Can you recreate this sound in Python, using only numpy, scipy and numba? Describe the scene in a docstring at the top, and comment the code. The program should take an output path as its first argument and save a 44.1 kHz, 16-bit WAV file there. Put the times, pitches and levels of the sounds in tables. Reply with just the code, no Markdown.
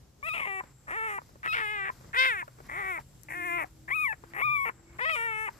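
"""A newborn puppy whimpers nine times on leaf litter close to a phone with two microphone ports: uneven
pulses through moving throat resonances break between a low reedy register, a high squeak and a rough creak.
A hollow ring ends each cry; between cries filtered noise sighs, breathes in and rustles, and litter ticks.
A littermate squeaks farther off in gliding tones, and a faint drone, an unsteady low tone, comes and goes.
Behind it all, bands of noise make the rumble of far traffic, a low hum and an insect's high hiss."""
import sys
import numpy as np
from scipy import signal
from scipy.fft import rfft, irfft, next_fast_len
from scipy.io import wavfile
from scipy.ndimage import uniform_filter1d, map_coordinates
from numba import njit

SR = 44100
rng = np.random.default_rng(int(sys.argv[2]) if len(sys.argv) > 2 else 0)


def ratio(d):
    """dB to gain"""
    e = np.asarray(d, float) / 20
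    return 10 ** e


def to_wav(s):
    """Save 16-bit WAV."""
    ch = np.atleast_2d(s).T  # columns
    pcm = np.round(np.clip(ch, -1, 1) * 32767)  # PCM
    wavfile.write(sys.argv[1], SR, pcm.astype(np.int16))


N = 246519

# beat of the vocal folds, one curve per cry, jumping where the register breaks: t/s, f/Hz
BEAT = [
    [(.222, 1077), (.275, 1350), (.315, 1212), (.35, 1368), (.4, 1225), (.459, 1004), (.461, 416),
     (.5, 391.5), (.62, 375)],
    [(.865, 240.4), (.92, 319.4), (.97, 458.6), (1.0, 440.4), (1.06, 448), (1.1, 416), (1.2, 380.5)],
    [(1.425, 1206), (1.46, 1321), (1.52, 1262), (1.549, 1500), (1.551, 469.6), (1.67, 413.5), (1.73, 426),
     (1.8, 397), (1.85, 383.6), (1.91, 413)],
    [(2.125, 384), (2.155, 443.4), (2.175, 513.2), (2.24, 527.8), (2.28, 526), (2.33, 435), (2.35, 404.5),
     (2.437, 319.3)],
    [(2.68, 202.4), (2.79, 417.5), (2.83, 383.8), (2.9, 376.5), (2.95, 336.7), (2.995, 293.3)],
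    [(3.278, 260.4), (3.34, 346.8), (3.38, 358.7), (3.44, 344.1), (3.45, 362), (3.5, 342.2), (3.57, 350.3),
     (3.652, 278.6)],
    [(3.872, 297.8), (3.907, 405.4), (3.909, 990), (3.956, 1300), (3.99, 1224), (4.02, 1258), (4.065, 1100),
     (4.085, 928), (4.105, 871), (4.129, 848), (4.131, 348), (4.152, 307)],
    [(4.33, 298), (4.414, 478.6), (4.416, 1062), (4.44, 1202), (4.46, 1233), (4.49, 1172), (4.53, 1202),
     (4.6, 1112), (4.654, 1098), (4.656, 463), (4.708, 445)],
    [(4.98, 350), (5.015, 489), (5.052, 529), (5.054, 626), (5.1, 661), (5.157, 595), (5.159, 480),
     (5.19, 456.8), (5.25, 466.4), (5.34, 432), (5.45, 438.9), (5.5, 370.8)],
]
# where the head lies: t/s, right port lag/ms, left over right/dB,
# gain of the highest treble/dB as the muzzle turns toward the phone
HEAD_PLACE = [(.4, 0.29, 6, -13), (1.05, 0.31, 2.5, -40), (1.698, 0.37, 4.5, -11), (2.3, .42, 3.5, -31),
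              (2.85, 0.41, 5, -13), (3.5, 0.47, 6, -2.5), (4.0, 0.37, 8, -1), (4.5, 0.32, 7.5, 7),
              (5.2, 0.3, 6, -20)]
# the throat snaps shut: t/s, level of the ring before its soft onset/dB, f/Hz
SNAPS = [(0.606, -22.5, 1022), (1.184, -23.5, 962), (1.897, -20, 1023), (2.427, -23, 960),
         (2.987, -24, 923), (3.641, -26.5, 747), (4.131, -38, 734), (4.696, -26, 1050), (5.487, -21, 930)]


def unit(x):
    """x at rms 1."""
    return x / np.sqrt(np.mean(x ** 2) + 1e-20)


def along(points, hz):
    """Values between (f/Hz, value) points, on a log frequency axis."""
    f, v = np.transpose(points)
    return np.interp(np.log(hz + 1), np.log(f + 1), v)


def over_time(s, values):
    """One value per sample, joined by straight lines."""
    return np.interp(np.arange(N) / SR, s, values)


def stretches(rows):
    """Values held from one time to another, the largest where they overlap, zero elsewhere."""
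    t = np.arange(N) / SR
    return np.max([v * ((t >= a) & (t <= b)) for a, b, v in rows], axis=0)


def curves(tables):
    """One value per sample for each column, then a gate that is open inside the tables."""
    s, *cols = np.transpose(np.concatenate(tables))
    gate = stretches([(rows[0][0], rows[-1][0], 1) for rows in tables])
    return [over_time(s, c) for c in cols] + [uniform_filter1d(gate, size=550)]


def wobble(rate):
    """A smooth random curve, rate knots a second."""
    knots = rng.standard_normal(int(N * rate / SR) + 4)
    return map_coordinates(knots, [np.arange(N) * rate / SR])


def filtered(x, response):
    """x times a response of frequency in Hz."""
    m = next_fast_len(N + 8192)
    return irfft(rfft(x, m) * response(np.fft.rfftfreq(m, 1 / SR)), m)[..., :N]


def shaped(x, spectrum):
    """x coloured by (f/Hz, level/dB) points."""
    return filtered(x, lambda hz: ratio(along(spectrum, hz)))


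def rush(spectrum, alike):
    """Stereo noise of rms 1 whose two sides are as alike as the (f/Hz, likeness) points say."""
    def mid_side(hz):
        turn = np.arccos(np.clip(along(alike, hz), -1, 1)) / 2
        return ratio(along(spectrum, hz)) * [np.cos(turn), np.sin(turn)]
    mid, side = filtered(rng.standard_normal((2, N)), mid_side)
    return unit(np.array([mid + side, mid - side]))


@njit
def resonate(x, a, b):
    """A two-pole resonance whose coefficients move."""
    y = np.zeros(len(x))
    for i in range(2, len(x)):
        y[i] = (1 - a[i] - b[i]) * x[i] + a[i] * y[i - 1] + b[i] * y[i - 2]
    return y


def poles(centre_hz, width_hz):
    """Coefficients of a resonance: the wider it is, the faster it dies away."""
    pole = np.exp(-np.pi * width_hz / SR) * np.ones(N)
    return 2 * pole * np.cos(2 * np.pi * centre_hz / SR), -pole ** 2


def steady(x):
    """Gain that holds x at rms 1 from moment to moment."""
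    return 1 / np.sqrt(np.abs(uniform_filter1d(x ** 2, size=1300)) + 1e-12)


def ports(x):
    """The sound reaches the right port later and shaded by the phone's body."""
    # shading of the right port: f/Hz, left over right/dB
    shade = [(60, -10.5), (150, -5.5), (380, -1.5), (950, -2), (2380, -2), (5980, 29), (15000, -5)]
    s, lag_ms, pan_db, _ = np.transpose(HEAD_PLACE)
    right = map_coordinates(x, [np.arange(N) - over_time(s, lag_ms) * SR / 1000], order=5)
    right = filtered(right, lambda hz: ratio(-along(shade, hz)))
    return np.array([x, right * ratio(-over_time(s, pan_db))])


def breaks():
    """Irregular beats of the folds: roughness and strong-weak alternation, one value per sample."""
    # time until the folds beat evenly, per cry: t/s
    opening_s = [.001, .055, .05, .032, .04, .067, .036, .085, .02]
    # the voice also breaks inside a cry: from t/s, to t/s, roughness 0-1, alternation 0-1
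    inner = [(.228, .255, 0, .24), (.255, .292, .12, .36), (.338, .42, .55, .4), (.42, .475, .3, .25),
             (1.03, 1.1, .03, .12), (1.1, 1.15, .13, .12), (1.455, 1.476, .5, .18), (1.527, 1.55, .55, .28),
             (1.55, 1.62, .4, 0), (1.848, 1.91, .6, 0), (2.2, 2.25, .06, .07), (2.25, 2.262, .5, .07),
             (2.72, 2.81, .35, .11), (2.81, 2.89, .14, .14), (3.578, 3.655, .12, .18),
             (4.655, 4.71, .08, .38), (5.092, 5.104, .4, 0), (5.155, 5.165, .25, 0)]
    # most cries open with a creak, the first almost cleanly; all end in one
    ends = [(rows[0][0], rows[0][0] + s, 0.68) for rows, s in zip(BEAT, opening_s)]
    ends += [(rows[-1][0] - 0.02, rows[-1][0], 0.45) for rows in BEAT]
    rough = stretches(ends + [(a, b, r) for a, b, r, _ in inner])
    rough = rough * np.clip(1 + 0.35 * wobble(45), 0.2, 1.6)  # the rasp comes unevenly
    doubling = stretches([(a, b, d) for a, b, _, d in inner])
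    return uniform_filter1d([rough, doubling], size=400)


def folds(pitch_hz, rough, doubling):
    """One pulse per closing of the vocal folds, uneven where the voice creaks, and the phase of the beat."""
    jitter = 0.001992 * wobble(60) + 0.03 * rough * wobble(70)
    phase = np.cumsum(pitch_hz * (1 + jitter)) / SR
    beat = np.arange(2, int(phase[-1]) - 2)
    chance = rng.standard_normal((len(beat), 2))
    at = np.interp(beat, phase, np.arange(N)).astype(int)
    r, d = 0.015 + rough[at], doubling[at]
    shift = np.clip(0.15 * r * chance[:, 0], -0.45, 0.45)  # in beats
    at = np.interp(beat + shift, phase, np.arange(N))
    size = ratio(6 * r * chance[:, 1]) * (1 + d * (-1) ** beat)
    # each pulse is a windowed sinc, so that it can fall between samples
    taps = np.floor(at)[:, None] + np.arange(-7, 9)
    off = taps - at[:, None]
    kernel = np.sinc(off) * np.cos(np.pi * off / 16) ** 2
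    where = np.clip(taps, 0, N - 1).astype(int).ravel()
    return np.bincount(where, (size[:, None] * kernel).ravel(), N), phase


def throat(x, mouth, jaw, lips, closing):
    """Three resonances in a row, moved by jaw, mouth and lips, and a nose branch that swallows a band."""
    # resonances: f/Hz with control at 0, f/Hz with control at 1, width/Hz
    resonances = [(660, 1665, 555), (1505, 2432, 314), (2120, 3144, 523)]
    controls = [jaw + 0.1 * (mouth - 0.5), mouth - 0.58 * closing, lips + 0.9 * (mouth - 0.5) - 0.35 * closing]
    centres = []
    for (shut_hz, open_hz, width_hz), control in zip(resonances, controls):
        centres.append(shut_hz + (open_hz - shut_hz) * np.clip(control, -0.5, 1))
        x = resonate(x, *poles(centres[-1], width_hz))
    # the swallowed band drifts between the first two resonances
    nose_hz = centres[0] + (0.36 + 0.12 * wobble(5)) * (centres[1] - centres[0])
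    a, b = poles(nose_hz, width_hz=187)
    notched = x - a * np.roll(x, 1) - b * np.roll(x, 2)
    return resonate(notched, *poles(nose_hz, width_hz=1020))


def treble(pulses, puffs, rough):
    """The many small cavities of nose and mouth spread each pulse's treble over a few milliseconds."""
    # upper voice: f/Hz, level/dB
    colour = [(3000, -98), (5000, -15), (6000, -9), (7200, -2), (9000, -1.5), (12500, 6), (14000, -11),
              (15600, -52)]
    t = np.arange(300) / SR
    spread = unit(rng.standard_normal(300) * ratio(-60 * t / 0.072)) / np.sqrt(300)
    near = ports(signal.fftconvolve(pulses + 0.1299 * puffs[0], spread)[:N])
    hiss = 0.25 + 0.6 * rough  # plain air mixed in
    top = shaped(near + hiss * puffs[1:] * ratio([[3], [-3]]), colour)
    s, *_, facing_db = np.transpose(HEAD_PLACE)
    highest = filtered(top, lambda hz: 1 / (1 + (10500 / (hz + 1)) ** 8))
    return top + (ratio(over_time(s, facing_db)) - 1) * highest


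def voice():
    """Fold pulses and a little air through the throat, with harsh overtones and a thin hissy treble on top."""
    # one curve per cry: t/s, level/dB, mouth opening 0-1
    cries = [
        [(0.222, -50, 0), (0.23, -43.5, 0.27), (0.288, -36, 0.88), (0.318, -36.5, 0.5), (0.338, -36.5, 1),
         (0.46, -39.5, 0.67), (0.608, -42, 0.46), (0.618, -49, 0.6)],
        [(0.865, -60, 0.55), (0.871, -53, 0), (0.909, -42.5, 0.36), (1.097, -39.5, 0.48), (1.171, -44, 0.28),
         (1.189, -44, 0.57), (1.197, -41, 0.7)],
        [(1.425, -54, 0.55), (1.443, -40.5, 0.11), (1.533, -33, 0.87), (1.627, -36.5, 0.31), (1.707, -36, 0.52),
         (1.901, -38.5, 0.15), (1.91, -41, 0.63)],
        [(2.125, -46, 0.55), (2.139, -37.5, 0.19), (2.191, -23, 0.44), (2.287, -26.5, 0.43),
         (2.359, -37.5, 0.15), (2.399, -36.5, 0.54), (2.425, -41.5, 0.18), (2.437, -54, 0.55)],
        [(2.68, -64, 0.8), (2.694, -43.5, 0.53), (2.792, -36, 0.47), (2.832, -38, 0.48), (2.912, -35, 0.62),
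         (2.984, -40, 0.55), (2.995, -57, 0.7)],
        [(3.278, -54, 0.6), (3.282, -47.5, 0.55), (3.314, -39.5, 0.43), (3.538, -32.5, 0.52),
         (3.612, -33.5, 0.46), (3.642, -39, 0.45), (3.652, -50, 1)],
        [(3.872, -56, 0.2), (3.878, -47, 0.25), (3.918, -28, 0.55), (3.94, -31, 0.79), (4.056, -29, 0.68),
         (4.122, -39, 0.42), (4.132, -39, 0.74), (4.152, -66, 0.55)],
        [(4.33, -44, 0.8), (4.34, -46, 0.31), (4.432, -30, 0.72), (4.444, -31, 0.52), (4.56, -30.5, 0.95),
         (4.586, -33.5, 0.43), (4.696, -36.5, 0.7), (4.708, -62, 0.6)],
        [(4.98, -43, 0.05), (4.99, -44, 0.3), (5.016, -35.5, 0.29), (5.138, -32.5, 0.96), (5.186, -37.5, 0.42),
         (5.492, -41, 0.56), (5.5, -45, 0.1)],
    ]
    # how each cry is voiced: jaw 0-1, lips 0-1, low overtones/dB,
    # edge over the voice/dB and treble/dB, both for the start of a cry at the usual level
    manner = [(0.37, 0.54, 0.5, -17.5, -61.5), (0.87, 0.7, 8.5, -18, -61), (0.91, 0.76, 1.7, -15.5, -66.5),
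              (0.77, 0.63, -3, -24.5, -60.5), (0.69, 0.13, 9.5, -26, -63.5), (0.36, 0.45, 1.4, -34.5, -61),
              (0.57, 0.29, 0.5, -35.5, -65), (0.65, 0.47, 6.1, -30.5, -62.5), (0.62, 0.67, 0.6, -17.5, -63)]
    # hoarse band of the hardest cries: f/Hz, level/dB
    shrill_colour = [(3000, -93.5), (4300, -1), (5200, 0), (6100, -12), (7500, -59)]
    # harsh overtones of a pressed voice: f/Hz, level/dB
    edge_colour = [(1500, -90), (2500, -20), (3200, 0), (3700, -4), (4300, -24), (5200, -42), (7000, -90)]
    usual_db = -38

    level_db, mouth, gate = curves(cries)
    starts = np.array([rows[0][0] for rows in BEAT])
    cry = np.searchsorted(starts[1:] - 0.05, np.arange(N) / SR)
    jaw, lips, chest_db, edge_db, treble_db = np.transpose(manner)[:, cry]
    rough, doubling = breaks()
    mouth = mouth + 0.05 * wobble(18)  # never quite still
    elapsed = np.arange(N) / SR - starts[cry]
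    louder_db = level_db - usual_db
    edge_db = edge_db + louder_db - 22 * elapsed  # the edge sags as a cry runs on
    treble_db = treble_db + 0.74 * louder_db + 6.5 * (mouth - 0.5)  # an open mouth lets treble out
    treble_db = treble_db + 2.5 * rough + 3.3 * wobble(12)  # and a creak hisses more

    pulses, phase = folds(uniform_filter1d(curves(BEAT)[0], size=300), rough, doubling)
    puffs = (1 + 0.08 * np.cos(2 * np.pi * phase)) * rng.standard_normal((3, N))  # air escapes once a cycle
    pulses = pulses * steady(pulses)
    source = pulses + (0.02 + 0.65 * rough) * puffs[0]  # breathier where it creaks
    source = filtered(source, lambda hz: (1j * hz / 600) / (1 + 1j * hz / 600) / (1 + (hz / 3100) ** 8))

    # the mouth closes and darkens each cry's end
    closing = uniform_filter1d(stretches([(s - 0.012, s + 0.03, 1) for s, _, _ in SNAPS]), size=900)
    x = throat(source, mouth, jaw, lips, closing)
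    low = filtered(x, lambda hz: 1 / (1 + (hz / 1350) ** 6))
    body = ports(x + (ratio(chest_db) - 1) * low)
    shrill = shaped(ports(pulses + 0.69 * puffs[0]), shrill_colour)
    edge = shaped(ports(pulses + 0.21 * puffs[0]), edge_colour)
    top = treble(pulses, puffs, rough)

    body, edge, shrill, top = (part * steady(part.mean(axis=0)) for part in (body, edge, shrill, top))
    edge = edge + ratio(edge_db + 3.5) * shrill  # the hoarse band grows twice as fast as the edge
    upper = ratio(edge_db) * edge + ratio(treble_db - level_db) * top
    swell = uniform_filter1d(gate, size=700) ** 2  # the upper voice swells in and fades out
    return ratio(level_db) * (gate * body + swell * (1 - 0.36 * closing) * upper)


def gulps():
    """The throat snaps shut: a short hollow ring, a decaying sine with a soft onset, ends each cry."""
    out, t = np.zeros(N + SR), np.arange(2000) / SR
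    for s, db, hz in SNAPS:
        swell = ratio(db - 60 * t / 0.032) * (1 - np.exp(-t / 0.00099))
        out[round(s * SR):][:len(t)] += swell * np.sin(2 * np.pi * hz * t)
    return ports(out[:N])


def breath():
    """A sigh fades after each cry and air is drawn in before the next, in lumps, with a rustle of litter."""
    # after each cry: sigh level/dB, its fading/dB per s, level of the intake as it ends/dB,
    # rustle over the air/dB
    pauses = [(-58, 119, -70, -9.5), (-68.5, 27, -89, -2), (-57.5, 48, -88, -4.5), (-64.5, 70, -57, -4),
              (-51, 500, -67, -5.5), (-55.5, 302, -81, -7), (-68, 15, -60.5, -9), (-65.5, 15, -60, -31),
              (-59, 44, -83, -3.5)]
    t, flow = np.arange(N) / SR, np.zeros((2, N))
    ends = [rows[0][0] for rows in BEAT[1:]] + [N / SR]
    for rows, until, (sigh_db, fading, intake_db, rustle_db) in zip(BEAT, ends, pauses):
        since = rows[-1][0]
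        sigh = ratio(sigh_db - abs(fading) * np.abs(t - since))
        intake = ratio(intake_db - 166 * np.abs(until - t))  # rises 166 dB per s
        flow += (sigh + intake) * (t > since) * (t < until) * ratio([[0], [rustle_db]])
    low, high = uniform_filter1d(flow, size=550)
    air = rush([(250, 12.5), (500, 6.0), (1200, 9.5), (2200, 6.0), (4000, -17), (6000, -44)], [(1000, 0.68)])
    rustle = rush([(3000, 10.5), (5000, 20), (9000, 8.5), (13500, 14.5), (15500, -4.5)], [(1000, 0.72)])
    return low * ratio(2.5 * wobble(40)) * air + high * ratio(2 * wobble(60)) * rustle * ratio([[2], [-2]])


def ticks():
    """Lips and dry litter click: decaying noise makes a dull knock with a sharp snap."""
    # clicks before colouring: t/s, knock level/dB, snap level/dB
    clicks = [(0.637, -30.5, -76), (1.217, -35.5, -74), (1.291, -40.5, -73), (1.357, -36.5, -74),
              (2.01, -35, -74), (2.045, -38, -74), (2.479, -28, -56.5), (2.586, -34.5, -74.5),
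              (2.603, -30.5, -74), (3.214, -67, -56), (3.234, -61, -42.5), (3.549, -42, -58),
              (3.616, -43, -55), (3.709, -52, -59), (4.238, -30, -72), (4.778, -45, -74), (4.795, -42, -74)]
    out, t = np.zeros((2, N + SR)), np.arange(900) / SR
    for s, knock_db, snap_db in clicks:
        burst = rng.standard_normal((2, len(t))) * ratio(-60 * t / [[0.035], [0.008]])
        out[:, round(s * SR):][:, :len(t)] += ratio([[knock_db], [snap_db]]) * burst
    knock, snap = out[:, :N]
    knock = shaped(knock, [(200, -14), (450, 3), (1500, -0.5), (2200, -17.5), (4500, -25), (7000, -50)])
    return ports(knock + shaped(snap, [(2500, -30), (6000, 7), (14000, 11)]))


def littermate():
    """Thin squeaks farther off: faint gliding tones that swell and fade."""
    # squeaks: from t/s, to t/s, f/Hz at start, f/Hz at end, peak level/dB
    squeaks = [(4.246, 4.308, 1730, 1387, -62), (4.84, 4.971, 2224, 2220, -62.5)]
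    out = np.zeros(N)
    for a, b, start_hz, end_hz, db in squeaks:
        u = np.linspace(0, 1, round((b - a) * SR))
        phase = 2 * np.pi * np.cumsum(start_hz + (end_hz - start_hz) * u) / SR
        out[round(a * SR):][:len(u)] += ratio(db) * np.sin(np.pi * u) * np.sin(phase)
    return out


def ground(x):
    """Bodies and soil nearby send back a short smear: x through decaying noise."""
    t = np.arange(3000) / SR
    tail = rng.standard_normal((2, len(t))) * ratio(-60 * t / 0.086)
    return signal.fftconvolve(x, tail / np.linalg.norm(tail[0]), axes=1)[:, :N]


def drone():
    """A faint low sine, slightly unsteady in pitch and level."""
    # course of the tone, around which it wavers: t/s, f/Hz, level/dB
    tones = [
        [(3.24, 317, -64), (3.3, 314, -56.5), (3.6, 311, -57), (3.7, 315.3, -67.5), (4.08, 313.5, -62.5)],
        [(4.17, 335.9, -76), (4.26, 337.4, -59.5), (4.7, 334.4, -73), (4.98, 333.7, -60.5)],
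    ]
    hz, db, gate = curves(tones)
    tone = np.sin(2 * np.pi * np.cumsum(hz + 3.1 * wobble(9.7)) / SR)
    return gate * np.sqrt(2) * ratio(db + 2.19 * wobble(15)) * tone


def background():
    """Bands of noise: far rumble and hiss, a low hum and an insect high up."""
    # the insect's level, around which it flutters: t/s, level/dB
    insect_level = [(0.0, -86), (0.57, -66.5), (1.48, -80), (1.65, -69), (2.33, -73), (2.44, -74),
                    (3.5, -69), (3.64, -74.5), (5.29, -69.5), (5.59, -72)]
    # level of the low hum: t/s, level/dB
    hum_level = [(0.0, -60), (0.06, -64), (3.07, -57.5), (4.39, -60), (4.5, -53), (4.86, -66),
                 (4.98, -57.5), (5.59, -62.5)]
    # colour of the far rumble and hiss: f/Hz, level/dB
    far_colour = [(15, -27.5), (25, -27), (44, -3), (79, -6), (113, -8), (144, -13), (359, -18.5),
                  (1500, -33.5), (2770, -38.5), (3820, -37), (5570, -34), (6040, -33), (7490, -38.5),
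                  (8120, -55.5), (13500, -45), (15500, -53)]
    # left-right likeness of distant sound: f/Hz, likeness 0-1
    likeness = [(60, 0.96), (180, 0.91), (550, 0.27), (1650, 0.42), (4970, 0.076), (15000, 0.043)]
    insect = rush([(6500, -30), (7100, -17.0), (7450, -3), (7800, -7.5), (8500, -58.0)], [(7000, 0.1)])
    insect_db = over_time(*np.transpose(insect_level)) + 1.35 * wobble(50)
    insect = insect * ratio(insect_db) * ratio([[3], [-3]])
    hum = rush([(70, -29), (100, -15), (125, 12.0), (170, -3.0), (260, -27)], likeness)
    hum = hum * ratio(over_time(*np.transpose(hum_level)))
    far_db = -58.5 + 0.29 * wobble(0.72) + 2.3 * wobble(13)
    far = ratio(far_db) * rush(far_colour, likeness) * ratio([[0.4], [-0.4]])
    return hum + far + insect


def scene():
    """All sources at the two ports."""
    pup = voice() + gulps() + ticks() + ports(littermate())
    return pup + ratio(-16) * ground(pup) + breath() + drone() + background()


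def low_pass(x):
    """Removes everything above the highest recorded frequency."""
    return signal.sosfilt(signal.butter(12, 15640, fs=SR, output="sos"), x)


def record(dry):
    mix = filtered(dry, lambda hz: 1 / (1 + (hz / 14800) ** 30))
    return low_pass(mix)


dry = scene()
out = record(dry)
to_wav(out)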